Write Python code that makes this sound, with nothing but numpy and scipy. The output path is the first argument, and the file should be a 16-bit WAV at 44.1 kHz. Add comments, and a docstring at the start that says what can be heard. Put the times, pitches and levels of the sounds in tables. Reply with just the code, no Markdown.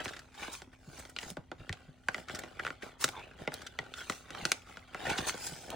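"""In a small, quiet room, close to a stereo microphone, plastic banknotes are handled over a wooden table.
One is laid down, then fingers dig the next out of a clear binder pocket. Friction and buckling creases make
the film rustle; filtered noise bursts make its snaps, its crumpling and the ticks of nails and notes on the
binder. Taps run through the table top as a bending wave whose lows arrive late; low thuds are damped
swings. A faint hum wavers in the background noise."""
import sys
import numpy as np
from scipy import signal
from scipy.fft import rfft, irfft, next_fast_len
from scipy.io import wavfile
from scipy.ndimage import uniform_filter1d

SR = 44100
rng = np.random.default_rng(int(sys.argv[2]) if len(sys.argv) > 2 else 0)


def pcm_store(signal):
    """Save signal as 16-bit PCM."""
    levels = np.round(np.clip(np.atleast_2d(signal), -1, 1) * 32767)
    wavfile.write(sys.argv[1], SR, levels.astype(np.int16).T)


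N = 253575
TIME = np.arange(N) / SR   # seconds
BURST_SIZE = 8192   # samples kept for one tap, crumple or thud
BURST_TIME = np.arange(BURST_SIZE) / SR   # seconds
EVENING_SIZE = 2205   # samples (50 ms) over which grainy signals are evened out

# Strokes of film sliding on film. Each row: peak in seconds, swell in seconds, fade in seconds,
# rustle level in dB, hiss in dB above the rustle, table rumble in dB above the rustle.
STROKES = [(0.003, 0.016, 0.04, -36.5, -15, -5), (0.057, 0.064, 0.24, -47.5, -6, -1.5),
           (0.425, 0.092, 0.19, -41.5, -7.5, -13), (0.533, 0.026, 0.086, -50, 7, -26),
           (0.73, 0.012, 0.04, -55.5, -12, -4.5), (0.989, 0.21, 0.2, -55, 0.5, 1.5),
           (1.215, 0.058, 0.15, -51, 0.5, -9), (1.301, 0.078, 0.042, -57.5, 9, 8),
           (1.596, 0.018, 0.12, -57, -14, 1.5), (1.72, 0.3, 0.46, -61, -9, -1),
           (2.185, 0.15, 0.09, -52.5, -2, 1), (2.315, 0.049, 0.3, -47, -8, 1.5),
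           (2.665, 0.14, 0.12, -48, -8.5, 1), (2.834, 0.028, 0.12, -47.5, -8, 0.5),
           (3.014, 0.02, .12, -42, 4.5, -15), (3.18, 0.15, 0.3, -53, -12, 0.5),
           (3.418, 0.067, 0.089, -53, -7.5, 5), (3.535, 0.048, 0.3, -50.5, -7, -1),
           (3.81, 0.086, 0.53, -58, -9, 2.5), (3.986, 0.067, 0.19, -48.5, -2, -28),
           (4.109, 0.056, 0.16, -51, 3, -3), (4.401, 0.19, 0.22, -45, -12, -4),
           (4.47, 0.09, 0.19, -53.5, 3.5, 1.5), (4.7, 0.089, 0.26, -54.5, -7, -4.5),
           (5.11, .18, 0.12, -35, -11, -4.5), (5.192, 0.079, 0.41, -42, -4.5, -2.5),
           (5.288, 0.038, 0.029, -34, 2.5, -12), (5.466, 0.12, 0.052, -48.5, 11, -18),
           (5.48, 0.059, 0.42, -53, 5.5, 0.5), (5.74, 0.15, .1, -49, -17, 5)]
STROKE_DEPTH_DB, STROKE_SHAPE = 22, 1.167   # drop over one swell or fade time; 1 = pointed, 2 = bell-shaped
# The faint stir under the strokes: at first the hands only brush about, later the digging fingers hold the
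# film. Each row: rustle level in dB, hiss level in dB, table rumble level in dB.
BRUSHING_DB = (-75, -81.5, -73)
HOLDING_DB = (-65.5, -94, -73)
HOLDING_FROM_S = 2.08

# Colours of the rustle, its hiss and the rumble it drives. Each row: frequency in Hz, relative density in dB.
CRINKLE_COLOUR = [(550, 1), (780, 6.5), (1020, 1.5), (1200, 0.5), (1480, 5), (1720, -.5), (2020, 1),
                  (3300, -1), (4300, -7.5), (5500, -20)]
HISS_COLOUR = [(3000, -7.5), (4600, 1), (6200, 2), (9500, -1.5), (12000, -4), (16000, -6)]
RUMBLE_COLOUR = [(30, -21), (55, 3.5), (160, 1), (790, 4), (1350, -27)]
# Likeness of the left and right sound. Each row: frequency in Hz, correlation from 0 to 1.
LIKENESS = [(100, 0.89), (900, 0.31), (1350, 0.97), (2100, 1), (2700, 0.44), (3900, 0.92), (5500, 0.15),
            (11500, 1)]

# Small ticks of nails and note edges: rate, level relative to the effort, greatest departure either way.
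TICKS_PER_S, TICKS_DB, TICKS_SPREAD_DB = 30, -2.5, 4
# Resonances of the binder on the table. Each row: frequency in Hz, width in Hz, relative gain in dB.
BINDER_MODES = [(770, 48, 5.5), (1427, 78, 9.5), (1950, 89, 5.5)]

# Snaps of film and taps on the binder. Each row: start in seconds, table knock level in dB,
# pocket ring level in dB, ring pitch in Hz, film snap level in dB, upper band edge of the snap in Hz.
TAPS = [(0.0573, -40.5, -38, 2010, -51, 6400), (0.4812, -43, -54, 800, -65, 4970),
        (0.619, -48.5, -49.5, 696, -52.5, 7640), (1.052, -56, -51.5, 1120, -55.5, 7000),
        (1.1638, -50.5, -43, 2350, -40.5, 4520), (1.187, -70, -42, 2000, -38, 5530),
        (1.23, -44.5, -47, 1790, -52, 5900), (1.3695, -38, -44.5, 1490, -57, 8500),
        (1.5159, -39.5, -43, 1440, -52.5, 4360), (1.694, -45.5, -36.5, 1850, -61, 4200),
        (1.727, -50, -44, 2100, -42.5, 7760), (2.0856, -38, -26, 1510, -42, 6740),
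        (2.145, -44, -33.5, 2000, -44, 6040), (2.181, -44.5, -45.5, 1730, -66, 6900),
        (2.297, -47, -41.5, 1540, -57, 5400), (2.4363, -45.5, -46, 1920, -52, 5500),
        (2.5959, -44, -36.5, 1400, -58, 4750), (2.65, -56, -36.5, 1470, -63, 5600),
        (2.6664, -57, -33.5, 1430, -53, 6600), (2.6766, -68, -38.5, 1450, -59, 7300),
        (2.7044, -45, -38.5, 1420, -57, 6300), (3.042, -34.5, -26.5, 1400, -25.5, 11700),
        (3.079, -46, -44, 1335, -45, 9000), (3.0884, -47, -42, 765, -41, 13000),
        (3.4757, -31, -33, 2010, -47, 4380), (3.52, -51, -45.5, 1440, -61, 6000),
        (3.5399, -66, -54, 1450, -40, 14500), (3.7888, -40, -33, 1950, -41, 5740),
        (3.9385, -60, -45.5, 1460, -44, 6340), (4.0978, -34.5, -32.5, 1350, -37, 10400),
        (4.122, -58, -46, 2030, -50, 7000), (4.305, -46, -45.5, 1320, -49, 8000),
        (4.349, -55, -42, 1330, -55, 6000), (4.4525, -36, -31, 1450, -29, 7700),
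        (4.5174, -41.5, -31.5, 1460, -24.5, 9700), (4.7709, -48, -45, 1460, -56, 6100),
        (4.9465, -41, -37, 1420, -62, 3700), (5.069, -38, -49, 860, -62, 4530),
        (5.1849, -35.5, -39, 2780, -39, 4800), (5.2946, -65, -34, 2050, -38, 9300),
        (5.342, -41, -55, 800, -50, 6000), (5.7029, -48, -61, 1450, -43, 14200)]
# Short runs of creases as the film crumples. Each row: start in seconds, length in seconds,
# film level in dB, film centre in Hz, binder level in dB.
CRUMPLES = [(0.043, 0.015, -42.5, 5700, -47), (0.079, 0.024, -42, 3270, -40.5),
            (0.133, 0.0057, -51.5, 3240, -45.5), (0.164, 0.007, -50, 3400, -46.5),
            (0.191, 0.0057, -51, 4850, -51), (0.342, 0.02, -58, 4500, -54), (0.99, 0.015, -48, 8000, -52),
            (1.095, 0.0081, -53, 8400, -57.5), (1.227, 0.012, -52, 3000, -47),
            (1.301, 0.0038, -43.5, 9500, -58), (2.283, 0.0086, -48, 3270, -43),
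            (2.347, 0.015, -40.5, 5300, -42.5), (2.389, 0.0067, -43.5, 7200, -42.5),
            (2.592, 0.011, -54, 3000, -35.5), (2.82, 0.016, -51, 3460, -43), (3.04, 0.0018, -30, 6560, -41),
            (3.617, 0.0055, -50, 3920, -49), (3.664, 0.013, -43, 3400, -45.5),
            (5.094, 0.014, -37.5, 3470, -41), (5.177, 0.019, -34, 3620, -36.5)]
# A note's edge scraping along the pocket. Each row: start in seconds, length in seconds,
# first frequency in Hz, last frequency in Hz, level in dB.
SCRAPES = [(3.12, .1, 1150, 790, -50), (3.155, .12, 2200, 2780, -58), (3.15, .065, 3560, 3470, -57),
           (3.96, .09, 1430, 1500, -51), (3.965, .07, 3350, 3200, -54), (5.71, .06, 780, 720, -47)]
# Low thuds of the table as it is knocked or pressed. Each row: time in seconds, level in dB,
# settled pitch in Hz.
THUDS = [(0.675, -50.5, 198), (0.877, -42, 131), (1.261, -47, 131), (1.314, -42, 162), (1.381, -43, 125),
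         (1.596, -44, 85), (1.699, -34, 98), (1.884, -44.5, 134), (3.049, -42.5, 131), (3.412, -42, 136),
         (3.801, -45.5, 122), (4.423, -40.5, 147), (5.107, -39.5, 166), (5.201, -39.5, 130),
         (5.519, -43, 130)]

# Colour of the quiet room. Each row: frequency in Hz, relative density in dB.
ROOM_COLOUR = [(20, -12), (55, 7.5), (100, 5), (260, -9), (400, -29), (3000, -33), (16000, -63)]
ROOM_TONE_DB, HUM_HZ, HUM_DB = -62.5, 254.4, -69.5
# The two microphone ports hear the treble out of step. Each row: frequency in Hz, lag of the left in radians.
PORT_LAG = [(4400, 0), (9000, 1.5), (11600, 3.0), (15500, 4.3)]
CUTOFF_HZ = 16100


def rustle():
    """Friction: slips and buckling creases crinkle the film, hiss at its edges and shake the table."""
    sliding, hissing, pressure = stroke_levels()
    grain = slips(per_s=380, size_db=3.6, smooth=.35, settle_s=.0012)
    creases = crackles(1700, 700, 5200, size_db=3.4, decay_s=.0012)
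    crinkle = grain * rng.standard_normal((2, N)) + from_db(3.5) * creases * np.sqrt(grain)
    crinkle = spread(among_hands(crinkle, path_s=0.000793, echo=0.58), CRINKLE_COLOUR)

    fine_creases = crackles(2000, 3870, 14760, size_db=4.5, decay_s=0.0031)
    hiss = np.sqrt(grain) * rng.standard_normal((2, N)) + from_db(-9.5) * fine_creases
    hiss = spread(among_hands(hiss, path_s=.0005, echo=0.78), HISS_COLOUR)

    # fingertips bump and drag on the binder; the table carries it
    bumps = crackles(160, 100, 700, size_db=3, decay_s=.0005)
    drag = 1.8 * rng.standard_normal((2, N))
    rumble = table_wave(spread(bumps + drag, RUMBLE_COLOUR))
    film = sliding * crinkle + hissing * hiss
    return film + pressure * rumble + ticks(np.sqrt(pressure * sliding))


def stroke_levels():
    """Power addition: strokes swell and fade over a faint stir; gives gains of rustle, hiss and rumble."""
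    holding = TIME > HOLDING_FROM_S
    stir = np.where(holding, from_db(HOLDING_DB)[:, None], from_db(BRUSHING_DB)[:, None])
    power = stir ** 2
    for s, swell_s, fade_s, level_db, hiss_db, rumble_db in STROKES:
        away = np.maximum((s - TIME) / swell_s, (TIME - s) / fade_s)
        drop_db = STROKE_DEPTH_DB * np.minimum(abs(away), 10) ** STROKE_SHAPE
        envelope = from_db(level_db - drop_db)
        power = power + np.outer(from_db([0, hiss_db, rumble_db]), envelope) ** 2
    return np.sqrt(power)


def slips(per_s, size_db, smooth, settle_s):
    """Stick and slip: the envelope of tiny uneven bursts over a smooth share of friction."""
    strength = from_db(size_db * np.minimum(rng.exponential(1, N), 4))
    sizes = strength * (rng.random(N) < per_s / SR)
    power = signal.lfilter([1], [1, -np.exp(-2 / (settle_s * SR))], sizes ** 2 + 1e-18)
    power = power / power.mean() + abs(smooth)
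    return np.sqrt(power / uniform_filter1d(power, size=EVENING_SIZE))


def crackles(per_s, low_hz, high_hz, size_db, decay_s, size=512):
    """Buckling: random damped rings, each with its own pitch, strength and phase at each port; evened out."""
    chances = rng.random((int(per_s * TIME[-1]), 5))
    when, pitch, strength, left, right = chances.T[:, :, None]
    t = np.arange(size) / SR
    turn = 2 * np.pi * (low_hz + pitch * (high_hz - low_hz)) * t
    exponential = np.minimum(-np.log(1 - strength), 3.5)
    envelope = from_db(size_db * exponential) * np.exp(-t / decay_s)
    at = ((when * N).astype(int) + np.arange(size)).ravel()
    pair = []
    for phase in (left, right):
        rings = envelope * np.sin(turn + 2 * np.pi * phase)
        pair.append(np.bincount(at, rings.ravel(), N)[:N])
    pair = np.array(pair)
    return pair / np.sqrt(uniform_filter1d(np.mean(pair ** 2, axis=0), size=EVENING_SIZE) + 1e-6)


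def among_hands(x, path_s, echo, count=3):
    """Interference: reflections off the moving hands and sheets give the film a shifting colour."""
    out = x
    for k in range(count):
        delay_s = path_s * (k + 1) * np.exp(0.2246 * drift(1.29))
        reflected = np.array([np.interp(TIME - delay_s, TIME, side) for side in x])
        out = out + echo * (-1) ** k * reflected
    return out


def spread(pair, colour):
    """Coherence: two unrelated signals become coloured and partly alike left and right; rms 1."""
    size = next_fast_len(N + BURST_SIZE)
    mid, side = rfft(pair, size) * from_db(over_hz(colour, size))
    alike = np.clip(over_hz(LIKENESS, size), 0, 1)
    ports = np.sqrt(1 + alike) * mid + np.sqrt(1 - alike) * side * [[1], [-1]]
    return rms_one(irfft(ports, size)[:, :N])


def ticks(effort):
    """Impulse excitation: random catches strike the binder, harder the more the fingers press and slide."""
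    level_db = TICKS_DB + TICKS_SPREAD_DB * (2 * rng.random(N) - 1)
    clicks = (rng.random(N) < TICKS_PER_S / SR) * from_db(level_db) * effort
    push = contact(scatter_s=.0016, scatter_db=-3, tail_s=.01, tail_db=-12, apart=.3)
    ring = sum(from_db(db) * resonate(push, hz, width) for hz, width, db in BINDER_MODES)
    ring = ring + from_db(-12) * band(push, 900, 5000)
    return table_wave(signal.fftconvolve(clicks[None], burst_one(ring), axes=1)[:, :N])


def taps():
    """Two paths: the snap crosses the air; the ring of pocket and binder and the knock follow by the table."""
    air, wood = np.zeros((2, 2, N))
    for s, knock_db, ring_db, pitch_hz, snap_db, top_hz in TAPS:
        snap = contact(scatter_s=.0018, scatter_db=6, tail_s=.009, tail_db=-3, apart=.4)
        snap = band(snap, 2200, top_hz)
        film_hz = 3300 * np.exp(.18 * rng.standard_normal())
        snap = snap + 1.8 * resonate(snap, film_hz, 420)
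        add(air, from_db(snap_db) * burst_one(snap), s + 0.00032)

        push = contact(scatter_s=.0016, scatter_db=-3.5, tail_s=.01, tail_db=-12, apart=.17)
        # the free span of the pocket, and so its pitch, differs from tap to tap
        ring = from_db(12) * resonate(push, pitch_hz, 170) + band(push, 950, 1980)
        for hz, width_hz, db in BINDER_MODES:
            mode_db = db + 2 * rng.standard_normal() - 1
            ring = ring + from_db(mode_db) * resonate(push, hz, width_hz)
        knock = contact(scatter_s=0.0056, scatter_db=-1.5, tail_s=0.026, tail_db=-5.5, apart=0.63)
        knock = band(knock, 140, 840)
        add(wood, from_db(ring_db) * burst_one(ring) + from_db(knock_db) * burst_one(knock), s)
    return air + np.roll(table_wave(wood), -round(.0005 * SR), axis=1)


def contact(scatter_s, scatter_db, tail_s, tail_db, apart):
    """Impact: a click, scattered reflections from near edges and a tail, partly different at each port."""
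    shared, left, right = rng.standard_normal((3, BURST_SIZE))
    noise = shared + apart * np.array([left, right])
    click = burst_one(np.tile(BURST_TIME == 0, (2, 1)) * 1.)
    scatter = from_db(scatter_db) * burst_one(noise * np.exp(-BURST_TIME / scatter_s))
    tail = from_db(tail_db) * burst_one(noise * np.exp(-BURST_TIME / tail_s))
    return click + scatter + tail


def table_wave(x, delay_s=0.0016, slope=0.8):
    """Dispersion: bending waves are slower the lower they are; delay_s is the travel time at 1 kHz."""
    size = next_fast_len(N + BURST_SIZE)
    hz = np.maximum(np.fft.rfftfreq(size, 1 / SR), 80)
    delay = delay_s * (1000 / hz) ** slope
    # summing the delay over frequency gives the phase
    phase = 2 * np.pi * np.cumsum(delay) * SR / size
    return irfft(rfft(x, size) * np.exp(-1j * phase), size)[:, :N]


def crumples(width=0.22, body_db=-4, judder_db=4):
    """Buckling: a fold gives way over milliseconds, rings at its own pitch and rattles the binder."""
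    out, t = np.zeros((2, N)), BURST_TIME
    for s, length, film_db, centre_hz, binder_db in CRUMPLES:
        envelope = (1 - np.exp(-t / 0.00048)) * np.exp(-np.maximum(t - 0.68 * length, 0) / 0.0046)
        judder = from_db(judder_db * drift(540)[:BURST_SIZE])
        shared, left, right = rng.standard_normal((3, BURST_SIZE))
        run = (shared + 0.42 * np.array([left, right])) * envelope * judder
        film = resonate(band(run, 1300, CUTOFF_HZ), centre_hz, width * centre_hz)
        film = film + from_db(body_db) * band(run, 1800, 2 * centre_hz)
        ring = band(run, 1256, 2200, order=3)
        add(out, from_db(film_db) * burst_one(film) + from_db(binder_db) * burst_one(ring), s)
    return out


def scrapes(drift_hz=130):
    """Stick and slip: a juddering edge excites a squeak that glides as the free length of film changes."""
    out = np.zeros((2, N))
    judder = slips(per_s=570, size_db=4.5, smooth=0.21, settle_s=0.0033)
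    for s, length, first_hz, last_hz, db in SCRAPES:
        size = int(length * SR)
        turn = 2 * np.pi * np.cumsum(np.geomspace(first_hz, last_hz, size)) / SR
        # two slow chances on cosine and sine make a narrow band of noise
        squeak = drift(drift_hz)[:size] * np.cos(turn) + drift(drift_hz)[:size] * np.sin(turn)
        rasp = squeak * judder[:size] * signal.windows.tukey(size, .5)
        add(out, from_db(db) * rms_one(rasp)[None], s)
    return out


def thuds(glide=1.7, glide_s=0.0046, wobble=0.11, rise_cycles=1.25):
    """Damped oscillation: a few uneven swings of the table fall in pitch as the slower lows arrive."""
    out, t = np.zeros((2, N)), BURST_TIME
    for s, level_db, hz in THUDS:
        swell = (t * np.exp(-t * hz / rise_cycles)) ** 2
        turns = hz * (t - glide * glide_s * np.exp(-t / glide_s))
        turns = turns + rng.random() + wobble * drift(hz)[:BURST_SIZE]
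        swings = np.sin(2 * np.pi * turns) * swell / swell.max()
        add(out, from_db(level_db) * swings[None], s - .003)
    return out


def room(x, t60=0.22, wet_db=-18, top_hz=7500, echo_db=-15, count=7):
    """Reverberation: early echoes from things on the table and the wall, and a short diffuse tail."""
    t = np.arange(SR // 2) / SR
    tail = rng.standard_normal((2, len(t))) * from_db(-60 * t / t60) * (t > .008)
    response = from_db(wet_db) * tail / np.sqrt(np.sum(tail ** 2) / 2)
    for side in response:
        at = (rng.uniform(.002, .011, count) * SR).astype(int)
        side[at] += from_db(echo_db) * rng.choice([-1, 1], count) / np.sqrt(count)
    return signal.fftconvolve(x, band(response, 118, top_hz, order=3), axes=1)[:, :N]


def room_tone():
    """Stationary noise: a low coloured background with a faint hum of wavering frequency."""
    noise = spread(rng.standard_normal((2, N)), ROOM_COLOUR)
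    hum = np.sin(2 * np.pi * np.cumsum(HUM_HZ + 3 * drift(7.9)) / SR) * np.sqrt(2)
    return from_db(ROOM_TONE_DB) * noise + from_db(HUM_DB) * hum


def from_db(db):
    """Logarithmic level: decibels to amplitude gain."""
    return 10 ** (np.asarray(db) / 20)


def rms_one(x):
    """Mean power: scale to rms 1."""
    return x / np.sqrt(np.mean(x ** 2) + 1e-20)


def burst_one(x):
    """Burst energy: scale a short stereo burst to the energy of 10 ms at rms 1."""
    return x / np.sqrt(np.sum(x ** 2) / 2 / (.01 * SR) + 1e-20)


def over_hz(points, size):
    """Logarithmic frequency: a table of (Hz, value) is interpolated at the bins of a transform."""
    hz, value = np.transpose(points)
    return np.interp(np.log(np.fft.rfftfreq(size, 1 / SR) + 1e-3), np.log(hz), value)


def band(x, low_hz, high_hz, order=2):
    """Band limiting: a causal band-pass."""
    high_hz = np.clip(high_hz, low_hz + 20, SR / 2 - 20)
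    sos = signal.butter(order, [low_hz, high_hz], "band", fs=SR, output="sos")
    return signal.sosfilt(sos, x + 1e-18)


def resonate(x, hz, width_hz):
    """Resonance: one damped mode with gain close to 1 at its peak."""
    r = np.exp(-np.pi * width_hz / SR)
    feed = np.array([1, 0, -1]) * (1 - r * r) / 2
    return signal.lfilter(feed, [1, -2 * r * np.cos(2 * np.pi * hz / SR), r * r], x + 1e-18)


def drift(rate_hz):
    """Random modulation: noise low-passed twice at rate_hz, made on every 40th sample, with spread 1."""
    r, settling = np.exp(-80 * np.pi * rate_hz / SR), 2000
    noise = rng.standard_normal(N // 40 + settling + 2)
    slow = signal.lfilter([1], [1, -2 * r, r * r], noise)[settling:]
    return np.interp(np.arange(N) / 40, np.arange(len(slow)), rms_one(slow))


def add(out, x, s):
    """Superposition: mix x into out from second s on."""
    at = max(round(s * SR), 0)
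    out[:, at:at + x.shape[1]] += x[:, :N - at]


def scene():
    """Superposition: everything the hands do, its reverberation and the background."""
    handling = rustle() + scrapes() + taps() + crumples() + thuds()
    return handling + room(handling) + room_tone()


def record(dry):
    """Port response: both ports ring in the top octave, the left lags in the treble; the top is cut."""
    size = next_fast_len(N + BURST_SIZE)
    dry = dry + 0.4 * resonate(dry, 14800, 1000)
    left = irfft(rfft(dry[0], size) * np.exp(-1j * over_hz(PORT_LAG, size)), size)[:N]
    low_pass = signal.ellip(10, .1, 80, CUTOFF_HZ, fs=SR, output="sos")
    return signal.sosfilt(low_pass, [left, dry[1]])


dry = scene()
out = record(dry)
pcm_store(out)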